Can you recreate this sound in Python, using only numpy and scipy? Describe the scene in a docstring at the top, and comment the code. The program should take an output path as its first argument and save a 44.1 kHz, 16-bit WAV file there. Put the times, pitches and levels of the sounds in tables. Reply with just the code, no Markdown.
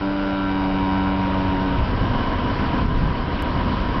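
"""On a river bank, by a big wooden waterwheel, with one microphone out in the wind.
The axle sticks and slips in its wooden bearing: first evenly, as a low pitched groan, then
unevenly, as a rough judder through the same timbers. Water pours and splashes behind the wheel,
stone walls throw the bearing's sound back and wind buffets the microphone.
The treble is dull, apart from one tiny bright tick near the end."""
import sys
import numpy as np
from scipy import signal
from scipy.io import wavfile
from scipy.ndimage import uniform_filter1d

SR = 44100
rng = np.random.default_rng(int(sys.argv[2]) if len(sys.argv) > 2 else 0)


def to_wav(sig):
    """Store sig (one row per channel, or 1-D mono) as 16-bit WAV at the path in sys.argv[1].

    Samples outside -1..1 are clipped; the rate is SR.
    """
    pcm = np.clip(np.atleast_2d(sig), -1, 1) * 32767
    pcm = np.round(pcm).astype(np.int16)
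    wavfile.write(sys.argv[1], SR, pcm.T)  # frames by channels


N = 176400

# modes of the wheel's timbers: f/Hz, width/Hz, gain under even slips/dB, gain under uneven slips/dB
TIMBER_MODES = [(92.7, 4.7, -33.5, -45.5), (188.9, 9.4, -24.5, -25), (263, 45, -48, -21),
                (287.9, 14.9, -22, -32), (486, 100, -46.5, -41.5), (581.4, 26, -34.5, -48),
                (649.5, 33, -36.5, -39.5), (763.4, 11, -36, -37.5), (946, 36.4, -24, -27.5),
                (1051, 79, -34.5, -31.5), (1169, 62, -45, -44.5), (1353, 40, -36.5, -41.5),
                (1532, 76, -38.5, -38.5), (2301, 85, -49.5, -59.5), (2933, 120, -50.5, -43.5),
                (3765, 53, -52.5, -63.5), (4890, 19, -54.5, -62)]


def groan():
    """The axle slips at even intervals and rings the timbers; the colour shifts as it turns."""
    # slips per second: t/s, f/Hz
    slip_rate = [(0, 97.76), (.18, 97.84), (.3, 97.53), (.45, 96.74), (.6, 95.8), (.75, 95.47),
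                 (.92, 95.43), (1.1, 95.33), (1.28, 94.35), (1.4, 94.82), (1.7, 93.72), (1.85, 89.8)]
    # scatter of their timing: t/s, spread/ms
    slip_scatter = [(0, .02), (1.05, .025), (1.3, .05), (1.6, .07), (1.76, .14), (1.85, .3)]
    # their strength: t/s, level/dB
    slip_level = [(0, -0.5), (.5, -2.5), (.9, -2), (1.15, -3.5), (1.6, 0), (1.76, -.5), (1.85, -4),
                  (2.1, -34.5)]
    # borders between fundamental, bass, body, ring, nasal band and treble: f/Hz
    band_edges = [130, 230, 860, 1200, 1900]
    # boost or cut of the modes in each band: t/s, level/dB
    fundamental = [(0, -11), (.6, -4.5), (.9, 3), (1.5, 5.5), (1.75, -6)]
    bass = [(0, 1), (.55, 1.5), (.9, 1.5), (1.2, 3.5), (1.5, -3), (1.75, -6)]  # near 190 Hz
    ring = [(0, -7), (.52, -7), (.62, -2), (.74, -5), (.81, 0.5), (1.0, 0), (1.15, 0), (1.55, -4.5),
            (1.75, -7)]  # near 1 kHz
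    nasal = [(0, -1), (.14, -3), (.21, 0.5), (.49, 3), (.58, -3.5), (.85, -3), (1.0, 0.5), (1.2, -4.5),
             (1.75, -5)]  # near 1.4 kHz
    treble = [(0, -1), (.2, 0.5), (.5, 4.5), (.65, 4), (1.1, 5.5), (1.25, 1.5), (1.75, -3)]  # above 2 kHz
    wobble_share, wobble_hz, echo_db = .002, 12, -12
    rate = curve(slip_rate) * (1 + wobble_share * drift(wobble_hz))
    count = np.cumsum(rate) / SR
    slip_samples = np.interp(np.arange(1, int(count[-1])), count, np.arange(N))
    scatter_s = (curve(slip_scatter) * rng.standard_normal(N))[slip_samples.astype(int)] / 1000
    slips = clicks(slip_samples / SR + scatter_s, SR / np.sqrt(2) / rate.mean())
    slips *= from_db(curve(slip_level))
    band_db = [curve(fundamental), curve(bass), 0, curve(ring), curve(nasal), curve(treble)]
    wood = 0
    for k, (hz, width_hz, db, _) in enumerate(TIMBER_MODES):
        gain = from_db(db + band_db[np.searchsorted(band_edges, hz)])
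        wood += (-1) ** k * resonate(slips, hz, width_hz) * gain
    return wood + from_db(echo_db) * walls(wood)


def judder():
    """Blunt slips of uneven spacing and strength ring the same timbers, throbbing a little."""
    # the judder at the microphone: t/s, level/dB
    judder_level = [(0, -49), (.8, -45.5), (1.2, -42.5), (1.6, -33.5), (1.8, -31), (1.95, -27.5),
                    (2.2, -24), (2.6, -25), (2.84, -26), (2.865, -28.5), (3.3, -28.5), (3.45, -26),
                    (3.65, -25.5), (3.85, -29), (3.95, -24.5), (4, -31)]
    slip_hz, gap_scatter, spread_db, blunt_hz = 150, .3, 1.5, 2870
    throb_hz, throb_db, echo_db = 7.4, 2, -1.5
    gap_draw, size_draw = rng.standard_normal((1200, 2)).T
    times = np.cumsum(np.exp(gap_scatter * gap_draw)) / slip_hz
    slips = clicks(times, from_db(spread_db * size_draw))
    slips = signal.sosfilt(signal.butter(2, blunt_hz, fs=SR, output="sos"), slips)
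    wood = sum((-1) ** k * resonate(slips, hz, width_hz) * from_db(db)
               for k, (hz, width_hz, _, db) in enumerate(TIMBER_MODES))
    throb_rate = throb_hz * (1 + 0.085 * drift(2))
    throb = np.sin(2 * np.pi * np.cumsum(throb_rate) / SR)
    with_echo = rms_one(wood + from_db(echo_db) * walls(wood))
    return with_echo * from_db(curve(judder_level) + throb_db * throb)


def water():
    """Water falls behind the wheel: a smooth rush with small ringing splashes scattered through it."""
    # spectrum of the rush: f/Hz, relative level/dB
    rush_spectrum = [(40, -6.5), (150, -3), (330, 2), (450, 1.5), (700, -0.5), (1200, -1.5), (1700, -7.5),
                     (2200, -11), (3000, -11.5), (3700, -19.5), (5100, -21), (5900, -22)]
    # the water at the microphone: t/s, level/dB
    water_level = [(0, -32.5), (.7, -32), (1.4, -29.5), (1.9, -30), (2.4, -29), (2.82, -29), (2.88, -34),
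                   (3.0, -31), (3.5, -30), (4, -29.5)]
    splashes_per_s, splash_db, spread_db, ring_cycles, tilt_db_per_octave = 250, -19, 2, 10, -2
    sizes = from_db(spread_db * np.minimum(rng.exponential(1, N), 5)) * rng.choice([-1, 1], N)
    drops = sizes * (rng.random(N) < splashes_per_s / SR)
    pitches_hz, pitch_index = np.geomspace(700, 5000, 20), rng.integers(0, 20, N)
    splashes = 0
    for k, hz in enumerate(pitches_hz):
        ringing = resonate(drops * (pitch_index == k), hz, hz / ring_cycles) / hz ** .5
        splashes += ringing * from_db(tilt_db_per_octave * np.log2(hz / pitches_hz[0]))
    rush = banded_noise(rush_spectrum, flicker_db=1.6)
    return from_db(curve(water_level)) * (rush + from_db(splash_db) * rms_one(splashes))


def wind():
    """Wind right on the microphone: a lumpy rumble with a few harder buffets that reach higher."""
    # strength of the rumble: t/s, level/dB
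    rumble_level = [(0, -33.5), (.4, -32.5), (.7, -28.5), (1.3, -28.5), (1.42, -27), (1.7, -26.5),
                    (1.79, -18), (1.88, -23), (2.05, -20.5), (2.25, -25), (2.78, -24.5), (2.84, -20.5),
                    (2.92, -21), (3.03, -17.5), (3.15, -25), (3.42, -26), (3.6, -22.5), (3.67, -24),
                    (3.8, -23.5), (4, -24.5)]
    # its spectrum: f/Hz, relative level/dB
    rumble_spectrum = [(18, -6), (38, 0), (60, -4.5), (90, -4), (130, -7.5), (200, -17.5), (400, -38.5),
                       (900, -71)]
    # hard buffets: t/s, length/s, level/dB, f/Hz
    buffets = [(2.857, 0.065, -19, 150), (3.038, 0.14, -26.5, 129), (3.664, 0.06, -24, 143)]
    width_hz = 110
    t = np.arange(N) / SR
    out = from_db(curve(rumble_level)) * evened(banded_noise(rumble_spectrum, flicker_db=1.5))
    air = rng.standard_normal(N)
    for peak_s, length_s, db, hz in buffets:
        puff = evened(resonate(resonate(air, hz, width_hz), hz, width_hz))
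        out += from_db(db) * np.exp(-(2 * (t - peak_s) / length_s) ** 2) * puff
    return out


def walls(x):
    """Diffuse echo from the masonry and the banks, thin in the bass."""
    t60_s, delay_s, low_cut_hz = 0.44, .015, 404
    t = np.arange(SR) / SR
    tail = rng.standard_normal(SR) * from_db(-60 * t / t60_s) * (t > delay_s)
    echo = signal.fftconvolve(x, tail / np.linalg.norm(tail))[:N]
    return signal.sosfilt(signal.butter(2, low_cut_hz, "high", fs=SR, output="sos"), echo)


def from_db(db):
    """Decibels to gain."""
    return 10 ** (np.asarray(db) / 20)


def rms_one(x):
    """Scale to unit rms."""
    return x / np.sqrt(np.mean(x ** 2) + 1e-20)


def evened(x):
    """Hold the level of a noise steady over a tenth of a second."""
    return x / np.sqrt(uniform_filter1d(x * x, size=SR // 10) + 1e-20)


def curve(rows):
    """A table of times and values, read at every sample."""
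    return np.interp(np.arange(N) / SR, *np.transpose(rows))


def drift(hz):
    """Slow random wander of spread 1."""
    step, settle = 40, 2000
    r = np.exp(-2 * np.pi * hz * step / SR)
    white = rng.standard_normal(N // step + settle + 2)
    slow = signal.lfilter([1], [1, -2 * r, r * r], white)[settle:]
    return np.interp(np.arange(N) / step, np.arange(len(slow)), rms_one(slow))


def resonate(x, hz, width_hz):
    """A resonance with gain 1 at its top."""
    r = np.exp(-np.pi * width_hz / SR)
    feedback = [1, -2 * r * np.cos(2 * np.pi * hz / SR), r * r]
    return signal.lfilter(np.array([1, 0, -1]) * (1 - r * r) / 2, feedback, x + 1e-18)


def clicks(times, sizes):
    """Impulses at the given times, shared between neighbouring samples."""
    at = np.clip(times * SR, 0, N)
    whole, out = at.astype(int), np.zeros(N + 2)
    np.add.at(out, whole, sizes * (1 - at + whole))
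    np.add.at(out, whole + 1, sizes * (at - whole))
    return out[:N]


def banded_noise(spectrum, flicker_db):
    """Third-octave bands of noise, each flickering by itself; rms 1."""
    hz, db = np.transpose(spectrum)
    edges_hz = 16 * 2 ** (np.arange(27) / 3)
    white, out = rng.standard_normal((2, N + SR)), 0
    for k, (low, high) in enumerate(zip(edges_hz, edges_hz[1:])):
        band_pass = signal.butter(2, [low, high], "band", fs=SR, output="sos")
        band = signal.sosfilt(band_pass, white[k % 2])[SR:]
        level_db = np.interp(np.log(low * high) / 2, np.log(hz), db)
        out += band * from_db(level_db + flicker_db * drift(hz=11))
    return rms_one(out)


def scene():
    """Wheel, river and wind at one microphone."""
    return (groan() + judder() + water() + wind())[None]


def record(dry):
    """The narrow-band recorder rolls the treble off, then cuts it; one tiny bright tick sits on top."""
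    roll_off_hz, cutoff_hz, top_hz = 5260, 6350, 16000
    tick_s, tick_db = 3.4235, -19.5
    dull = signal.sosfilt(signal.butter(8, roll_off_hz, fs=SR, output="sos"), dry)
    dull = signal.sosfilt(signal.cheby2(16, 60, cutoff_hz, fs=SR, output="sos"), dull)
    tick = from_db(tick_db) * (np.arange(N) == int(tick_s * SR))
    return signal.sosfilt(signal.cheby2(16, 60, top_hz, fs=SR, output="sos"), dull + tick)


dry = scene()
out = record(dry)
to_wav(out)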